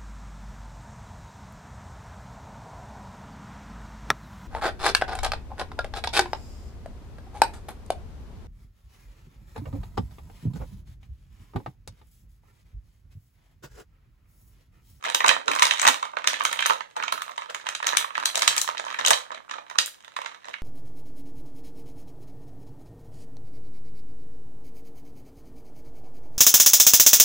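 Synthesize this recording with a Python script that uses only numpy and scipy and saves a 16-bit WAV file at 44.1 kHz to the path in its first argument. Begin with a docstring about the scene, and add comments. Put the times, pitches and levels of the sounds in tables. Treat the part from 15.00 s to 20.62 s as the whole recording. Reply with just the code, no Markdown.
"""Toy figure out of its tray

A table in a small room, the camera close by: hands work a toy figure out of a thin, clear plastic tray.
The tray buckles in sharp snaps; between them creases crackle, tiny facets pop and fingertips rub.
The camera's two microphones hear it in different colours, the room answers briefly, loud snaps clip."""
import sys
import numpy as np
from scipy import signal
from scipy.fft import rfft, irfft, next_fast_len
from scipy.io import wavfile
from scipy.ndimage import uniform_filter1d

SR = 44100
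rng = np.random.default_rng(int(sys.argv[2]) if len(sys.argv) > 2 else 0)


def to_wav(s):
    """Save 16-bit WAV."""
    ch = np.atleast_2d(s).T  # columns
    pcm = np.round(np.clip(ch, -1, 1) * 32767)  # PCM
    wavfile.write(sys.argv[1], SR, pcm.astype(np.int16))


N = 247842


def amp(db):
    """Decibels to gain."""
    return 10 ** (np.asarray(db) / 20)


def unit(x):
    """x at rms 1."""
    return x / np.sqrt(np.mean(x ** 2) + 1e-20)


def along(points, hz):
    """A curve of (f/Hz, value) points, read on a log frequency axis."""
    f, values = np.transpose(points)
    return np.interp(np.log(hz + 1), np.log(f + 1), values)


def causal(gain):
    """The minimum-phase response with this gain: it rings only after the blow."""
    cepstrum = irfft(np.log(np.maximum(gain, 1e-6)))
    half = cepstrum.shape[-1] // 2
    cepstrum[..., 1:half] *= 2
    cepstrum[..., half + 1:] = 0
    return np.exp(rfft(cepstrum))


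def filtered(x, response):
    """x through a response given as a function of frequency."""
    size = 2 * next_fast_len((N + SR // 2) // 2)
    return irfft(rfft(x, size) * response(np.fft.rfftfreq(size, 1 / SR)), size)[..., :N]


def resonance(hz, centre, width):
    """One damped mode, of gain 1 at its centre."""
    return 1j * hz * width / (centre ** 2 - hz ** 2 + 1j * hz * width)


# How alike the camera's two microphones hear the table: f/Hz, correlation
MIC_LIKENESS = [(60, 0.44), (270, 0.9), (740, .8), (980, 0.95), (1450, 0.49), (2300, 0.26), (3300, 0.12),
                (15000, 0.18)]
# How far the right microphone lags the left: f/Hz, phase/rad
MIC_LAG = [(450, 0), (700, 0.9), (950, .5), (1450, 1.57), (2000, 3.5), (3300, 4), (8000, 9)]
def mic_pair(spectra, hz):
    """Two unrelated spectra become left and right, at microphones wired in opposite polarity."""
    angle = np.arccos(np.clip(along(MIC_LIKENESS, hz), -.98, .98)) / 2
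    mid, side = np.cos(angle) * spectra[0], np.sin(angle) * spectra[1]
    return np.array([mid + side, -(mid - side) * np.exp(-1j * along(MIC_LAG, hz))])


def stereo(x):
    """Two signals through the microphone pair."""
    size = next_fast_len(N)
    spectra = rfft(x, size)
    hz = np.linspace(0, SR / 2, spectra.shape[1])
    return irfft(mic_pair(spectra, hz), size)[:, :N]


# The small room at rest, heard from the table: f/Hz, relative density/dB
ROOM_TONE = [(25, -9.5), (100, 0), (300, 1), (900, -0.5), (2000, -15.5), (4000, -17.5), (8000, -18),
             (15000, -30)]
def room_tone(level_db=-63):
    """The faint steady noise of the room."""
    noise = stereo(rng.standard_normal((2, N)))
    return amp(level_db) * unit(filtered(noise, lambda hz: amp(along(ROOM_TONE, hz))))


# Centres of the plastic's body, middle, crack and fizz registers: f/Hz
REGISTER_HZ = [900, 2600, 6800, 12500]
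def registers(hz):
    """Each register's share of every frequency; neighbours cross-fade."""
    return np.array([along(list(zip(REGISTER_HZ, row)), hz) for row in np.eye(len(REGISTER_HZ))])


# The tray buckling close to the camera; body, crack and fizz are relative to the middle's level:
# t/s, level/dB, facet f/Hz, body/dB, crack/dB, fizz/dB, left minus right/dB
BUCKLES = [(0.0405, -31, 1290, 5.5, -12, -7, -1), (0.051, -19.5, 1980, -5, -16, -16, 6),
           (0.0637, -23, 654, 1.5, -26, -11.5, 10), (0.1468, -11, 5160, -1, -2.5, 8.5, 3),
           (0.2048, -14.5, 2000, 1.5, -14, -19, 4.5), (0.243, -21.5, 2110, -2, -13, -10, 6),
           (0.2623, -17, 2110, 1.5, -2, 1, 3), (.281, -11.5, 3170, -25, 1.5, 0.5, 6.5),
           (0.2913, -3.5, 1910, -8.5, -9.5, -12, -2.5), (.4799, -21, 1350, 12, -2.5, -4, 3),
           (.515, -15, 2420, -2, -13, -1.5, 8.5), (0.5506, -27.5, 1060, 8.5, 4, 10, 0),
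           (.594, -14, 1060, 1, -10, -7.5, 7), (0.6218, -5, 1020, 0, -9, -5, 2),
           (0.6279, -16, 990, 4.5, 6, 8, 3), (0.6529, -13.5, 4470, -5.5, -3, 1, 4.5),
           (0.7097, -6, 3550, -17.5, -11.5, -13, 0), (0.7963, -16.5, 7670, -6.5, -0.5, -6.5, 7),
           (.8161, -31.5, 7170, -6, 18.5, 21, 4.5), (0.8349, -26.5, 1240, 8, -5, -13, 1),
           (0.8536, -15.5, 2620, 8, -11, -16.5, 9.5), (0.8756, -10, 780, 4, 4, 5.5, 1),
           (0.8846, -8.5, 900, 3, -6.5, 4, -1), (1.0274, -21.5, 1140, 7.5, -10.5, -10, 2),
           (1.052, -32.5, 850, 5, -4, -5, -1), (1.1343, -41, 930, 16.5, -33, -28, 2),
           (1.169, -21.5, 1360, 7, -17, -24.5, -2), (1.2424, -21, 1500, -2, -16, -16, 5),
           (1.2735, -7.5, 6700, -10, -1.5, -3, 1), (1.3405, -13.5, 1710, -24, -28, -21, 1),
           (1.4068, -16.5, 1110, 2, -29.5, -22, 0.5), (1.437, -35, 9000, -10, -1, 22, 10),
           (1.451, -12, 1420, -2, -2.5, -1, 1), (1.5282, -19.5, 1960, -0.5, -4, 6, 3),
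           (1.5908, -12.5, 3140, -11, -20, -13, -0.5), (1.624, -10, 1570, -21, -18, -28, -1),
           (1.663, -18, 6300, -11, -1, 13, 9.5), (1.6974, -18.5, 1140, 5.5, -11, -5, -5.5),
           (1.7052, -18.5, 1100, 12.5, -8, -22, 1.5), (1.807, -28, 1700, 6.5, -10, -24, -3.5),
           (1.9652, -28, 900, 11.5, -7, -2, 6), (2.025, -18.5, 1330, -5, -24, -8, 4.5),
           (2.0356, -26.5, 1310, 7, 0.5, -22, -4.5), (2.0805, -20, 2400, -1.5, -9, -32, 0),
           (2.1232, -19.5, 1200, 6.5, -3.5, 8.5, 0.5), (2.1769, -27.5, 1200, 3.5, -17, -3, 0),
           (2.2193, -24, 1250, 0.5, -5, 6, 0), (2.2927, -35, 1120, 8, -27, 3, -0.5),
           (2.3786, -23.5, 990, 4.5, -12, -11, 3), (2.42, -28.5, 1190, 2.5, -19, -20, 2.5),
           (2.4999, -33.5, 590, -3.5, -6, 4, 6), (2.5465, -25, 2240, 0, -0.5, -1, -1.5),
           (2.6671, -21, 930, 0, -12, -11.5, 1), (2.6886, -21.5, 6300, 1, -2, -1.5, 4),
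           (2.7504, -23, 4100, -6.5, 2, -3.5, 0.5), (2.8018, -27, 845, 0.5, -34, -30, -2.5),
           (2.8272, -22.5, 1800, 5, -13, -8.5, 3.5), (2.8685, -16, 6160, -5.5, 3, 6, 3.5),
           (2.882, -27, 5500, -6, 3, -6, 7.5), (2.8893, -18, 4000, -15.5, -3, -18.5, -1),
           (2.97, -8, 8900, -9.5, -4, 7.5, 7.5), (3.0439, -25.5, 1100, 8, -37, -9.5, 0),
           (3.1048, -32, 1130, 3.5, -30, -23, -2.5), (3.1525, -16.5, 1870, -8, -23.5, -20, 3.5),
           (3.1989, -23.5, 1230, -0.5, -14, -7.5, 8), (3.256, -16.5, 4200, -5, 7, 13, 1.5),
           (3.3553, -16, 8500, -11.5, 0, 4.5, 3.5), (3.3755, -26.5, 676, 8, 10.5, 13, 1.5),
           (3.393, -26.5, 6000, -2.5, 4, 12, -2.5), (3.4206, -14, 5100, -6.5, 2, 1, -1.5),
           (3.4775, -9.5, 3940, -2.5, 6, 6, -3), (3.565, -31, 9100, -15, 7, 23, 5),
           (3.5792, -20, 6150, -5, 9.5, 13, 3), (3.615, -23.5, 5670, -9, 12.5, 21.5, 0),
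           (3.6759, -29, 1800, 4, 1.5, 0, -8), (3.7792, -26, 3790, -21.5, 1, -24, -3),
           (3.943, -22, 1810, -2.5, -19, -8.5, 1), (3.9883, -21.5, 1780, 4.5, -12, -26.5, 10),
           (4.049, -13.5, 3050, -2, -5.5, -11, 3), (4.062, -18, 3860, -17.5, 10.5, 12, 3),
           (4.073, -17.5, 3200, -10.5, 4, -11, -7), (4.0813, -18.5, 3230, 3, 6, 12, 4.5),
           (4.1059, -11, 8220, -4.5, 1, 12, 2), (4.1099, -20, 1850, 16, 7, 11, 3),
           (4.132, -14, 3900, -19, 1, -21, -4), (4.3171, -38.5, 1150, 14.5, 2, -20, -4),
           (4.3458, -28.5, 624, -3, -12, -17, 1), (4.5111, -30, 2200, 6, -2, -12, -0.5),
           (4.5389, -34, 1420, 3, -8, -24, -7.5), (4.583, -33, 820, 6, -21, -31.5, 1.5),
           (4.699, -33, 1870, -0.5, -4, -3.5, -0.5), (4.711, -36.5, 1720, 11.5, -9, -11, -1),
           (4.755, -39.5, 1320, 17.5, -9, -6, -2.5), (4.7862, -9, 4750, -9, 3, -2, 0.5),
           (4.86, -40, 9000, -12, 14.5, 33, 2.5), (5.0463, -38.5, 3620, -6.5, -8, -1, -2),
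           (5.1648, -22.5, 1000, 1, -10.5, -9, -0.5), (5.216, -28.5, 1030, 1.5, -13, -6, 0.5),
           (5.26, -27, 2000, 0, -5, -14, -3.5), (5.4444, -36.5, 1790, -5, -12, -28, -1),
           (5.5398, -21, 2150, -10, -24, -24, -0.5)]
def snaps(attack_s=0.0003, kick=1.8, creep_db=-17, creep_s=0.0021, damping_hz=3300, size=2048):
    """A crease creeps, gives way with a kick, and bending waves scatter briefly through the sheet."""
    lead, level_span = SR // 250, SR * .005  # samples
    t = (np.arange(size) - lead) / SR
    after = np.maximum(t, 0)
    creep = amp(creep_db) * np.exp(-np.abs(t) / creep_s)
    hz = np.fft.rfftfreq(size, 1 / SR)
    shares = registers(hz)
    weights = shares * np.abs(tray(hz))[:, None] ** 2
    weights /= weights.sum(-1, keepdims=True)
    out = np.zeros((2, N + 2 * size))
    for s, db, facet_hz, body_db, crack_db, fizz_db, pan_db in BUCKLES:
        noise = rng.standard_normal((2, size))
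        t60 = 0.023 * (1210 / facet_hz) ** 0.23  # smaller, higher facets die sooner
        scatter = (1 - np.exp(-after / attack_s)) * amp(-60 * after / t60)
        burst = noise * (scatter + creep)
        burst[:, lead + SR // 5000] += kick * np.sign(noise[:, 0])
        # the facet that flips rings at its own pitch; the plastic damps the high ones
        strength = 2.72 / (1 + (facet_hz / damping_hz) ** 2)
        ring = strength * resonance(hz, facet_hz, width=0.15 * facet_hz)
        spectrum = mic_pair(rfft(burst), hz) * (1 + ring)
        spectrum *= 1j * hz / (90 + 1j * hz)  # a small facet moves little air below 90 Hz
        # each snap has its own balance of body, crack and fizz, dull or bright
        wanted_db = db + np.array([body_db, 0, crack_db, fizz_db]) + np.array([[pan_db], [-pan_db]]) / 2
        burst_db = 10 * np.log10((weights * np.abs(spectrum[:, None]) ** 2).sum(-1) / level_span)
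        colour = causal(amp((wanted_db - burst_db) @ shares))
        out[:, round(s * SR):][:, :size] += irfft(spectrum * colour)
    return out[:, lead:lead + N]


# The tray at close range, at the left and at the right microphone: f/Hz, relative density/dB
TRAY_AT_LEFT = [(30, -39.5), (150, -31.5), (270, -24), (370, -29.5), (500, -19.5), (760, -12), (940, -4),
                (1400, -15), (2600, -10.5), (4700, -16.5), (6400, -7.5), (9700, -19.5), (12000, -36.5),
                (15500, -40.5)]
TRAY_AT_RIGHT = [(30, -33), (150, -32), (270, -20.5), (370, -21.5), (540, -8), (770, -10.5), (920, 2.5),
                 (1500, -4.5), (2300, -5.5), (4000, -9), (5000, -14), (7000, -16), (10700, -29),
                 (15500, -32.5)]
# Its resonances on top of that: f/Hz, width/Hz, left/dB, right/dB
TRAY_RESONANCES = [(1269, 91, 5, 3), (1792, 350, 2, 2.5), (3140, 170, -6.5, 6), (3850, 460, 0, 7),
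                   (12300, 1100, -1, 2)]
def tray(hz):
    """The thin sheet's response at the two microphones, with a mean power of 1."""
    db = np.array([along(TRAY_AT_LEFT, hz), along(TRAY_AT_RIGHT, hz)])
    for centre, width, left_db, right_db in TRAY_RESONANCES:
        db += np.outer([left_db, right_db], np.exp(-2 * ((hz - centre) / width) ** 2))
    return causal(unit(amp(db)))


# Fingers squeezing the tray: t/s, length/s, level/dB, brightness/(dB per octave)
FINGER_SQUEEZES = [(0.041, .075, -28.5, -3), (0.244, 0.067, -25, -8.5), (0.469, 0.13, -29.5, -3.5),
                   (0.622, 0.26, -29.5, -1), (0.826, 0.055, -18.5, -2.5), (1.18, 0.13, -38, -4.5),
                   (1.27, 0.29, -33, -3), (1.603, 0.1, -27.5, -2.5), (1.972, 0.016, -34.5, -8.5),
                   (2.083, 0.35, -43.5, -4), (2.5, 0.26, -45, -5), (2.848, 0.15, -31, -5.5),
                   (3.138, 0.19, -35.5, -4.5), (3.353, 0.23, -30.5, -3), (3.674, 0.25, -35, -4.5),
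                   (3.991, 0.16, -29, -3), (4.268, 0.1, -45.5, -8.5), (4.498, 0.056, -40.5, -6),
                   (4.795, 0.025, -32.5, 0), (5.06, 0.045, -45.5, -3.5), (5.18, 0.14, -42, -5.5),
                   (5.453, 0.059, -42, -4)]
def squeeze(times, attack_db_per_s=1398.5, sag_db=2, release_db_per_s=230, resting_db=-56.5):
    """Level and brightness under the fingers: each squeeze sets in fast, sags a little and lets go."""
    start, length, db, tilt = np.transpose(FINGER_SQUEEZES)[:, :, None]
    before, past = np.maximum(start - times, 0), np.maximum(times - start - length, 0)
    progress = np.clip((times - start) / length, 0, 1)
    each_db = db - sag_db * (progress - .5) - attack_db_per_s * before - release_db_per_s * past
    return np.maximum(each_db.max(0), resting_db), tilt[each_db.argmax(0), 0]


def crackle(per_s=125, size_spread_db=4.5, colour_spread_db=4, decay_s=0.0013, rub_db=-16):
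    """Small creases tick at random, some dull and some bright, over the soft rub of fingers on plastic."""
    squeeze_db, tilt = squeeze(np.arange(N) / SR)
    fires = rng.random(N) < per_s / SR
    sizes = amp(size_spread_db * np.minimum(rng.exponential(size=N), 3.5))
    decay = np.exp(-2 * np.arange(400) / SR / decay_s)
    out = np.zeros((2, N))
    for band, centre in enumerate(REGISTER_HZ):
        ticks = fires * sizes * amp(colour_spread_db * rng.standard_normal(N))
        power = np.abs(signal.fftconvolve(ticks ** 2, decay)[:N])
        # a steady push releases a steady amount of energy, in few large ticks or many small ones
        power /= np.abs(uniform_filter1d(power, SR // 12)) + 0.18 * power.mean()
        colour_db = tilt * np.log2(min(centre, 8000) / 2200)
        envelope = np.sqrt(power + amp(rub_db) ** 2) * amp(squeeze_db + colour_db - 0.5)
        grains = envelope * rng.standard_normal((2, N))
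        out += filtered(grains, lambda hz: np.sqrt(registers(hz)[band]))
    return stereo(out)


def pops(per_s=55, pitch_hz=1700, pitch_spread=.45, decay_cycles=2.2, gain_db=-5, spread_db=3, size=700):
    """Tiny facets flip at random under the fingers, each ringing for a few cycles at its own pitch."""
    starts = np.flatnonzero(rng.random(N) < per_s / SR)
    pitch_draw, size_draw, *angles = rng.standard_normal((len(starts), 4)).T[:, :, None]
    squeeze_db, _ = squeeze(starts / SR)
    hz = pitch_hz * np.exp(pitch_spread * np.clip(pitch_draw, -2, 2))
    db = squeeze_db[:, None] + gain_db + spread_db * np.minimum(size_draw, 1)
    cycles = hz * np.arange(size) / SR
    envelope = amp(db) * (1 - np.exp(-2 * cycles)) * np.exp(-cycles / decay_cycles)
    # each microphone hears the facet from its own angle
    rings = [envelope * np.sin(2 * np.pi * cycles + np.pi * angle) for angle in angles]
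    samples = (starts[:, None] + np.arange(size)).ravel()
    return stereo(np.array([np.bincount(samples, ring.ravel(), N)[:N] for ring in rings]))


# The small room's decay: f/Hz, t60/s
ROOM_DECAY = [(200, 0.2), (600, 0.3), (1200, 0.25), (4000, 0.25), (8000, 0.23), (15000, 0.21)]
# Its tail against the direct sound, at the camera: f/Hz, level/dB
ROOM_TAIL = [(200, 2), (1000, -9), (3500, -5.5), (7000, -7), (13000, -3.5)]
def room(x, gap_s=0.0075, gap_spread=.15, wall_db=-13, block_size=8192):
    """The near wall answers, a short diffuse tail follows; both change as the tray moves."""
    length = SR // 2
    tails, wall = np.zeros((2, 2, N + block_size + 2 * length))
    for start in range(0, N, block_size):
        hz, t, noise = signal.stft(rng.standard_normal((2, length)), SR, nperseg=256)
        decay = amp(-60 * t / along(ROOM_DECAY, hz)[:, None])
        _, tail = signal.istft(noise * decay, SR, nperseg=256)
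        tail /= np.linalg.norm(tail, axis=1, keepdims=True)
        block = x[:, start:start + block_size]
        answer = signal.fftconvolve(block, tail, axes=1)
        arrival = start + round(gap_s * SR * np.exp(gap_spread * rng.uniform(-1, 1)))
        tails[:, arrival:][:, :answer.shape[1]] += answer
        wall[:, arrival:][:, :block.shape[1]] += block
    diffuse = filtered(stereo(tails[:, :N]), lambda hz: amp(along(ROOM_TAIL, hz)))
    return diffuse + amp(wall_db) * wall[:, :N]


# Low thumps at the camera's microphones: t/s, level/dB
LOW_THUMPS = [(.292, -47.5), (.878, -48.5), (1.7, -48), (2.974, -40), (3.476, -33.5), (4.107, -36)]
def thumps(pitch_hz=110, decay_s=0.0051, size=8192):
    """Short low thumps under a few of the snaps, each a quickly damped sine."""
    t = np.arange(size) / SR
    thump = np.sin(2 * np.pi * pitch_hz * t) * np.exp(-t / decay_s)
    out = np.zeros((2, N + size))
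    for s, db in LOW_THUMPS:
        out[:, round(s * SR):][:, :size] += amp(db) * thump
    return stereo(out[:, :N])


# Fingertips on the plastic, close to the camera: middle t/s, length/s, f/Hz, level/dB
FINGER_RUBS = [(0.304, 0.048, 516, -34), (0.491, 0.031, 477, -33), (0.504, 0.05, 292, -41.5),
               (0.886, 0.029, 295, -35.5), (2.307, .03, 640, -47.5), (2.5, 0.013, 534, -39.5),
               (2.501, .012, 1320, -35.5), (2.499, 0.0086, 3020, -40), (3.389, 0.052, 624, -37),
               (4.102, 0.02, 497, -31), (5.49, 0.014, 580, -41)]
def rubs(relative_width=0.36, size=8192):
    """Skin drags on the tray: a short swell of narrow noise, hollow or squeaky."""
    t = np.arange(size) / SR
    hz = np.fft.rfftfreq(size, 1 / SR)
    out = np.zeros((2, N + 2 * size))
    for s, length, pitch_hz, db in FINGER_RUBS:
        stroke = np.exp(-2 * ((t - t.mean()) / length) ** 2)
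        band = resonance(hz, pitch_hz, relative_width * pitch_hz) ** 2
        rub = stroke * irfft(rfft(rng.standard_normal((2, size))) * band)
        rub *= np.linalg.norm(stroke) / np.linalg.norm(rub, axis=1, keepdims=True)
        out[:, round(s * SR) - size // 2:][:, :size] += amp(db) * rub
    return stereo(out[:, :N])


def scene():
    """At the camera: the plastic and its echo in the tray's colour, dull thumps and rubs, room tone."""
    plastic = snaps() + pops() + crackle()
    dull = (thumps() + rubs()) * amp([[-2.5], [2.5]])  # louder at the right microphone
    return filtered(plastic + room(plastic), tray) + dull + amp(-2.5) * room(dull) + room_tone()


def record(dry, hardness=5, top_hz=15900):
    """The camera flattens the loudest snaps at full scale and keeps nothing above its band limit."""
    clipped = dry / (1 + np.abs(dry) ** hardness) ** (1 / hardness)
    return filtered(clipped, lambda hz: 1 / (1 + (hz / top_hz) ** 120))


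dry = scene()
out = record(dry)
to_wav(out)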